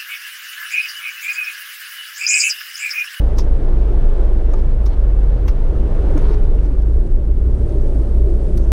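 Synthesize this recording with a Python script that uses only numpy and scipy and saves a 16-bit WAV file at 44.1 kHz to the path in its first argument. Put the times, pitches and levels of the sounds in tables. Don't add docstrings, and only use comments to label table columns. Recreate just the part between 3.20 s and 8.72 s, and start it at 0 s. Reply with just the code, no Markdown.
import sys
import numpy as np
from scipy import signal
from scipy.fft import irfft
from scipy.io import wavfile
from scipy.ndimage import uniform_filter1d, minimum_filter1d

SR = 44100
rng = np.random.default_rng(int(sys.argv[2]) if len(sys.argv) > 2 else 0)


def nominal_scale(level):
    x = np.asarray(level, float) / 20
    return 10 ** x


def digitize_waveform(pressure):
    field = np.atleast_2d(pressure).T
    bounded = np.clip(field, -1, 1)
    quanta = np.round(bounded * 32767).astype(np.int16)
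    wavfile.write(sys.argv[1], SR, quanta)


N = 243413


def evened(x):
    return x / np.sqrt(np.mean(x ** 2) + 1e-20)


def peaked(x):
    return x / np.sqrt(uniform_filter1d(x ** 2, size=130).max())


def columns(rows, t):
    s, *values = np.transpose(rows)
    return [np.interp(t, s, v) for v in values]


def add(mix, s, sound):
    part = mix[round(s * SR):][:len(sound)]
    part += sound[:len(part)]


def band(x, low_hz, high_hz):
    sections = signal.butter(4, [low_hz, high_hz], "bandpass", fs=SR, output="sos")
    return signal.sosfilt(sections, x)


def resonate(x, hz, width):
    turn = np.exp(2j * np.pi * hz * np.arange(len(x)) / SR)
    r = np.exp(-np.pi * width / SR)
    return 2 * (turn * signal.lfilter([1 - r], [1, -r], x / turn)).real


def ping(u, db, hz, t60, rise_s):
    return nominal_scale(db - 60 * u / t60) * np.sin(2 * np.pi * hz * u) * (1 - np.exp(-u / rise_s))


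def noise(spectrum, patchy_db, flicker_db, size=1024):
    frames, hz = 4 * N // size + 5, np.fft.rfftfreq(size, 1 / SR)
    a, b, patches = rng.standard_normal((frames, len(hz), 3)).T
    patches = uniform_filter1d(patches, size=9, axis=0)
    patches = evened(uniform_filter1d(patches, size=9, axis=1))
    flicker = evened(uniform_filter1d(rng.standard_normal(frames), size=5))
    f, db = np.transpose(spectrum)
    shape_db = np.interp(np.log(hz + 1), np.log(f + 1), db)[:, None]
    field = (a + 1j * b) * nominal_scale(shape_db + patchy_db * patches + flicker_db * flicker)
    return evened(signal.istft(field, nperseg=size, noverlap=3 * size // 4)[1][:N])


def tone(hz, db, waver, last_turn):
    drift = np.interp(np.arange(N), np.linspace(0, N, 56), rng.standard_normal(56))
    turns = np.cumsum(hz + waver * drift) / SR
    return np.sqrt(2) * nominal_scale(db) * np.sin(2 * np.pi * (turns - turns[-1] + last_turn))


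def gust_db(t):
    peak_s, rise_s, fall_s = 2.97, .28, .3
    return 2.5 * np.exp(-((t - peak_s) / np.where(t < peak_s, rise_s, fall_s)) ** 2)


def layer_db(t, db, surface_share, gust_share):
    # (time [s], level [dB])
    surface = [(0, 1), (.3, -1.5), (.6, 0), (.9, 1), (1.3, -0.5), (1.55, -4.5), (1.85, -2.5), (2.25, -2.5),
               (2.8, -0.5), (3, 1.5), (3.3, 0), (3.8, -1.5), (4.15, -2), (4.55, 4), (4.85, 2.5), (5.15, 2),
               (5.35, 4), (5.52, 3)]
    return db + surface_share * columns(surface, t)[0] + gust_share * gust_db(t)


def spray(t):
    # (frequency [Hz], density [dB per Hz])
    puffs = [(8000, -60), (10500, -8), (11500, -0.5), (13000, -6), (14500, -13.5), (16000, -40.5)]
    return nominal_scale(layer_db(t, -81, .5, 1.5)) * noise(puffs, patchy_db=2, flicker_db=2.5, size=512)


def air(t):
    # (frequency [Hz], density [dB per Hz])
    hiss_spectrum = [(150, -63.5), (300, 0), (420, 12), (520, 11.5), (600, 6), (750, 3), (1000, -3.5),
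                     (1600, -9), (2000, -14), (3500, -20.5), (5000, -28), (6500, -31.5), (10000, -51),
                     (14000, -90)]
    # (frequency [Hz], density [dB per Hz])
    fizz_spectrum = [(500, -56), (2000, -7), (4500, -0.5), (6200, -2), (7200, 0.5), (8800, 1.5),
                     (10500, -4), (11500, -13), (12500, -19.5), (13500, -27.5), (15000, -33.5),
                     (20000, -48.5)]
    portal_s, portal_fade_s, walls_gain_db = 3.43, .15, 6.5
    walls_db = walls_gain_db / (1 + np.exp((t - portal_s) / portal_fade_s))
    outside_db = 2 * np.maximum(t - 4.1, 0)
    hiss = noise(hiss_spectrum, patchy_db=.9, flicker_db=.3, size=512)
    fizz = noise(fizz_spectrum, patchy_db=0.7, flicker_db=0.86, size=512)
    hiss_db = layer_db(t, -40.5, 0.59, 0.85) + walls_db
    fizz_db = layer_db(t, -61.5, 0.56, 1.1) + outside_db
    return nominal_scale(hiss_db) * hiss + nominal_scale(fizz_db) * fizz


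def road(t):
    # (frequency [Hz], density [dB per Hz])
    roar = [(35, -27.5), (60, 5), (80, -5.5), (125, -7), (160, -15.5), (210, -18), (300, -53), (500, -93),
            (1000, -140)]
    # (frequency [Hz], density [dB per Hz])
    drone = [(60, -92), (120, -28.5), (200, -1), (260, -3.5), (335, 0), (400, -1), (520, -16), (590, -8),
             (700, -27.5), (900, -40), (1500, -74), (3000, -130)]
    # (time [s], level [dB], ring [Hz], t60 [s])
    bumps = [(1.335, -24.5, 1196, 0.055), (1.328, -16, 580, 0.055), (1.335, -25, 866, 0.08),
             (2.951, -6, 298, 0.1), (2.7, -24, 396, 0.072), (3.09, -24.5, 418, 0.99),
             (3.851, -6, 338, 0.032), (5.25, -19.5, 74, 0.56), (0.45, -21, 105, .3), (.8, -24, 128, .3),
             (2.17, -22.5, 104, 0.32), (3.86, -20.5, 150, 0.31), (5.27, -22.5, 178, 0.39),
             (5.07, -18.5, 345, .25), (5.26, -21.5, 350, 0.27), (2.972, -31, 1600, 0.04),
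             (2.982, -12, 260, 0.066), (4.74, -22, 290, 0.24), (0.13, -26, 110, .2), (2.55, -27, 122, .2),
             (3.36, -25.5, 180, 0.24), (2.971, -12, 330, .05), (.211, -14, 400, .04), (2.9, -16, 560, .05),
             (3.02, -16, 400, .08), (3.105, -17, 440, .1), (3.345, -16, 450, .08)]
    out = nominal_scale(layer_db(t, -23.5, 0.4, 0.17)) * noise(roar, patchy_db=1.1, flicker_db=-.8, size=4096)
    out += nominal_scale(layer_db(t, -31, 0.91, 0.83)) * noise(drone, patchy_db=1.32, flicker_db=-0.83, size=2048)
    u = t[:SR // 2]
    for s, db, hz, t60 in bumps:
        add(out, s, ping(u, db, hz, t60, rise_s=0.0096))
    return out


def engine(t):
    # (time [s], rate [Hz], level [dB])
    firing = [
        (0, 89.4, -43),
        (1.5, 80.5, -51),
        (2.1, 76.16, -30),
        (2.95, 71.76, -25),
        (3.3, 68.64, -36),
        (3.9, 62.35, -38),
        (4.3, 59.42, -23),
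        (4.6, 56.78, -23),
        (5, 54.9, -28),
        (5.52, 53.02, -29.5),
    ]
    hz, db = columns(firing, t)
    second_db = np.minimum(db - 10, -32)
    return tone(hz, db, .3, 3 / 4) + tone(2 * hz, second_db, .4, rng.random())


def noise_swells():
    # (peak time [s], level [dB], low edge [Hz], high edge [Hz], build-up [s])
    swell_rows = [(.184, -55, 8000, 13000, .012), (0.19, -45, 4500, 6800, 0.011),
                  (1.66, -56.5, 8500, 11200, .01), (2.281, -55.5, 8000, 13500, .012),
                  (2.978, -57, 7500, 12000, 0.0089), (3.02, -62, 5000, 13000, 0.042),
                  (3.39, -64, 1500, 7000, .015), (1.04, -56, 1500, 5500, 0.027), (2.17, -61, 1500, 6000, 0.037),
                  (5.376, -52.5, 8000, 12000, .01), (5.377, -48, 8000, 9600, .003),
                  (1.338, -50, 1400, 4500, .002), (.19, -40, 800, 4400, .007), (2.285, -37, 700, 3700, .005),
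                  (.197, -40, 1000, 4000, .005), (2.284, -41, 3000, 6600, .002),
                  (2.284, -49, 12000, 14500, .003), (5.376, -38, 900, 2200, .002),
                  (1.3385, -44, 1500, 4500, .0015), (.193, -38, 5300, 6500, .002),
                  (3.063, -47, 1700, 4500, .004), (2.284, -39, 900, 2500, .003), (2.292, -39, 800, 2600, .004),
                  (2.976, -35, 700, 2400, .005), (1.342, -36, 600, 1400, .007), (3.386, -46, 1200, 3200, .005)]
    out, u = np.zeros(N), np.arange(-6000, 6000) / SR
    for s, db, low_hz, high_hz, build_s in swell_rows:
        crackle = evened(band(rng.standard_normal(len(u)), low_hz, high_hz))
        add(out, s + u[0], nominal_scale(db) * np.exp(-abs(u) / build_s) * crackle)
    return out


def click(db, ring_hz, panel_hz, panel_db, sizzle_db, manner):
    # (ratio to panel pitch [1], width [Hz], level [dB])
    panel_modes = [(0.621, 250, 2), (1, 200, 30), (1.401, 250, 7), (1.8, 220, 6), (2.2, 300, -12.5),
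                   (3, 500, -18.5)]
    # (frequency [Hz], width [Hz], level [dB])
    clip_modes = [(3800, 140, -4), (4960, 640, -23.5), (4600, 99, -4), (5300, 670, 0.5), (5730, 570, -11)]
    contact_t60, tail_t60, tail_db, crack_db = manner
    u = np.arange(4000) / SR
    a, b = rng.standard_normal((2, len(u)))
    clumps = nominal_scale(1.8 * evened(uniform_filter1d(b, size=40)))
    chatter = a * clumps * (1 - np.exp(-u / .0012))
    contact, tail = nominal_scale(-60 * u / contact_t60), nominal_scale(tail_db - 60 * u / tail_t60)
    force = chatter * (contact + tail)
    ring = 3.5 * resonate(force, ring_hz, 620)
    ring = ring + sum(nominal_scale(d) * resonate(force, f, w) for f, w, d in clip_modes)
    panel = sum(nominal_scale(d) * resonate(force, r * panel_hz, w) for r, w, d in panel_modes)
    panel = panel + nominal_scale(1) * force
    sizzle = band(chatter * nominal_scale(-60 * u / .019), 12000, 14700)
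    crack = band(chatter * contact, 7000, 11500)
    low = peaked(band(ring, 3340, 7600)) + nominal_scale(panel_db + 4.0) * peaked(band(panel, 400, 4100))
    high = nominal_scale(sizzle_db + 7.5) * peaked(sizzle) + nominal_scale(crack_db) * peaked(crack)
    return nominal_scale(db - 9.5) * (low + high)


def clicks():
    # (time [s], peak [dB], ring [Hz], panel [dB], sizzle [dB])
    snaps = [(0.171, -38, 5300, -20, -36), (0.181, -26, 5300, -3, -27.5), (0.1846, -19, 5950, -18, -22),
             (0.188, -25.5, 5830, 1, -25), (.196, -29, 5100, -8, -28), (.201, -30, 5017, -12, -34),
             (0.208, -34, 5100, -9, -36), (.216, -41, 5400, -9, -38), (1.659, -32, 5600, -21, -17.5),
             (1.663, -37, 4350, 5.5, -20), (1.674, -44, 5600, -5, -25), (2.2803, -30.5, 5700, 6.5, -17.5),
             (2.287, -34, 5167, -16, -32), (2.297, -43, 5500, -6, -36), (2.308, -47, 5200, -8, -36),
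             (5.3731, -32.5, 5900, -6, -15), (5.375, -36, 4340, -7, -11)]
    # (time [s], peak [dB], ring [Hz], panel pitch [Hz], panel [dB])
    taps = [
        (1.336, -34.5, 6500, 1179, -0.5),
        (1.337, -50, 6300, 1250, 12),
        (2.9765, -32.5, 6600, 815, -2),
        (3.444, -47, 4680, 861, -5),
        (3.595, -51, 4950, 869, 1),
        (3.619, -49, 5400, 916, 6),
        (4.4926, -44, 6000, 867, -9),
        (4.612, -41.5, 5920, 1154, -7),
    ]
    # (time [s], peak [dB], ring [Hz], panel [dB])
    rustles = [(.16, -47, 5500, -13), (1.31, -45, 5300, 5), (1.655, -45, 4330, 9), (2.946, -48, 6000, -4.5),
               (2.972, -48, 4500, 20), (3.008, -46.5, 4600, 14), (3.024, -45, 4600, 10),
               (3.058, -40.5, 5500, 9), (3.0649, -44, 3930, 2), (3.098, -50, 4300, 6),
               (3.379, -48, 5940, 5), (5.363, -45, 6000, -6)]
    # (time [s], level [dB], ring [Hz], t60 [s])
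    ticks = [(1.326, -47, 9000, .012), (1.329, -44, 9000, .012), (1.332, -46, 9000, .012),
             (1.3362, -38, 6600, .015), (1.338, -36, 2300, .02), (2.265, -57, 6000, .1),
             (2.271, -53, 6000, .12), (1.314, -52, 5600, .08), (2.968, -49, 9300, .03),
             (2.976, -42, 9100, .012), (5.364, -46, 8800, .02), (5.377, -42, 8900, .015),
             (5.378, -45, 10400, .015)]
    # contact t60 [s], tail t60 [s], tail [dB], crack [dB]
    rattling, dry_tap, smeared = (0.03, .075, -10, -19), (.014, .06, -15, -12), (0.5, -0.3, -3, -12.5)
    snap_panel_hz, soft_sizzle_db = 940, -35
    out, u = np.zeros(N), np.arange(2000) / SR
    for s, db, ring_hz, panel_db, sizzle_db in snaps:
        add(out, s, click(db, ring_hz, snap_panel_hz, panel_db, sizzle_db, rattling))
    for s, db, ring_hz, panel_hz, panel_db in taps:
        sizzle_db = soft_sizzle_db + .6 * max(db + 45, 0)
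        add(out, s, click(db, ring_hz, panel_hz, panel_db, sizzle_db, dry_tap))
    for s, db, ring_hz, panel_db in rustles:
        add(out, s, click(db, ring_hz, snap_panel_hz, panel_db, soft_sizzle_db, smeared))
    for s, db, hz, t60 in ticks:
        add(out, s, ping(u, db, hz, t60, rise_s=.0007))
    return out


def lulls(rows, t):
    coarse = t[::64]
    drops_db = sum(db * np.exp(-((coarse - s) / half_s) ** 2) for s, db, half_s in rows)
    return np.interp(t, coarse, drops_db)


def body(t):
    # (time [s], pitch [Hz], level [dB])
    shake_curve = [(0, 23.85, -15.5), (0.34, 23.78, -10.5), (0.5, 25.07, -9.5), (0.86, 25.6, -6.5),
                   (1.0, 24.75, -11), (1.38, 23.84, -9), (1.71, 27, -13), (1.96, 26.09, -13.1),
                   (2.48, 25.01, -9), (2.75, 25.97, -11.5), (3.16, 23.6, -8), (3.63, 27.91, -14.5),
                   (3.91, 27.11, -9.5), (4.15, 24.97, -12), (4.33, 25.46, -11), (4.66, 24.74, -10.5),
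                   (4.97, 25.5, -13.5), (5.52, 24.54, -11.5)]
    # (time [s], pitch [Hz], level [dB])
    boom_curve = [(0, 50.8, -11), (.45, 53.2, -17.5), (.63, 47.4, -11.5), (1.04, 49.07, -12),
                  (1.29, 50.77, -11.5), (1.63, 48.63, -10.5), (2.03, 46, -11.5), (2.4, 46.04, -14),
                  (2.6, 55.01, -14.5), (2.85, 50, -10), (3.1, 47.04, -10.5), (3.55, 47.51, -12.5),
                  (3.75, 55.01, -13.5), (4.06, 49.45, -13), (4.3, 58.02, -14), (4.6, 50.97, -15),
                  (4.9, 53.97, -11), (5.52, 51.03, -15.5)]
    # (time [s], depth [dB], half length [s])
    shake_lulls = [(0.4, -13, 0.018), (0.67, -9, 0.089), (0.82, -5, 0.019), (0.95, -4, 0.028),
                   (1.27, -2.5, 0.062), (1.65, -6, 0.051), (1.9, -6.5, 0.03), (2.02, -6, 0.023),
                   (2.16, -12, 0.026), (2.22, -11, 0.09), (2.54, -20, 0.029), (2.67, -19, 0.031),
                   (2.84, -13, 0.032), (2.95, -2, 0.024), (3.12, -4.5, 0.019), (3.2, -18, 0.013),
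                   (3.36, -9, 0.022), (3.45, -23, 0.029), (3.55, -15, 0.013), (3.7, -6, 0.043),
                   (3.87, -14, 0.026), (4.03, -22, 0.063), (4.1, -11, 0.07), (4.27, -23, 0.029),
                   (4.39, -10.5, 0.043), (4.52, -12, 0.043), (4.79, -7, 0.069), (4.9, -4, 0.025),
                   (5.1, -3, 0.043), (5.21, -16, 0.016), (5.3, -6, 0.03)]
    # (time [s], depth [dB], half length [s])
    boom_lulls = [(0.13, -14, 0.02), (0.39, -22, 0.01), (0.48, -16, 0.054), (0.73, -11, 0.016),
                  (0.88, -25, 0.074), (1.1, -7.5, 0.02), (1.21, -24, 0.019), (1.36, -23, 0.041),
                  (1.51, -12, 0.059), (1.57, -5.5, 0.02), (1.74, -14.5, 0.034), (1.83, -1.5, 0.018),
                  (2.2, -6, 0.019), (2.4, -11, 0.053), (2.47, -12, 0.027), (2.54, -6, 0.02),
                  (2.74, -20, 0.045), (2.91, -6.5, 0.045), (3.0, -23, 0.031), (3.16, -5, 0.018),
                  (3.23, -11, 0.018), (3.32, -6, 0.041), (3.49, -8, 0.018), (3.56, -10, 0.023),
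                  (3.89, -12, 0.083), (4.15, -16, 0.023), (4.23, -9.5, 0.018), (4.32, -16, 0.018),
                  (4.38, -14, 0.016), (4.48, -17, 0.021), (4.68, -21, 0.044), (4.87, -9, 0.058),
                  (5.11, -2, 0.017), (5.3, -21, 0.041)]
    # (frequency [Hz], density [dB per Hz])
    sway_spectrum = [(3, -30), (7, -12), (13, -6), (19, -4), (30, -3), (37, -2), (50, -5), (62, -6),
                     (90, -26), (150, -66), (300, -140)]
    downswing = 3 / 4
    sway = nominal_scale(-21) * noise(sway_spectrum, patchy_db=4.5, flicker_db=3.5, size=16384)
    shake = nominal_scale(lulls(shake_lulls, t)) * tone(*columns(shake_curve, t), 0.88, downswing)
    boom = nominal_scale(lulls(boom_lulls, t)) * tone(*columns(boom_curve, t), 1.21, downswing)
    return shake + boom + sway


def scene():
    t = np.arange(N) / SR
    return (spray(t) + air(t) + road(t) + engine(t) + noise_swells() + clicks() + body(t))[None]


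def band_limit(x):
    return signal.sosfilt(signal.butter(12, 15710, fs=SR, output="sos"), x)


def record(dry):
    # (frequency [Hz], gain [dB])
    housing_curve = [(0, -0.5), (6500, -2.5), (7000, -7.5), (7500, -6), (8300, -2.5), (14900, 0.5),
                     (15400, -22), (22050, -40)]
    self_noise_db, ceiling_db, look_ahead = -80, -3.7, 2500
    hz, db = np.transpose(housing_curve)
    response = nominal_scale(np.interp(np.fft.rfftfreq(256, 1 / SR), hz, db))
    housing = np.fft.fftshift(irfft(response))
    heard = signal.oaconvolve(np.pad(dry[0], 128, "edge"), housing, "valid")[None, :N]
    heard = heard + nominal_scale(self_noise_db) * rng.standard_normal(N)
    heard = heard * np.minimum(np.arange(N) / 150, 1)
    slow = abs(uniform_filter1d(heard, size=60))
    room = np.minimum(nominal_scale(ceiling_db) / (slow + 1e-9), 1)
    gain = uniform_filter1d(minimum_filter1d(room, size=look_ahead), size=look_ahead)
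    return band_limit(heard * gain)


dry = scene()
out = record(dry)
digitize_waveform(out)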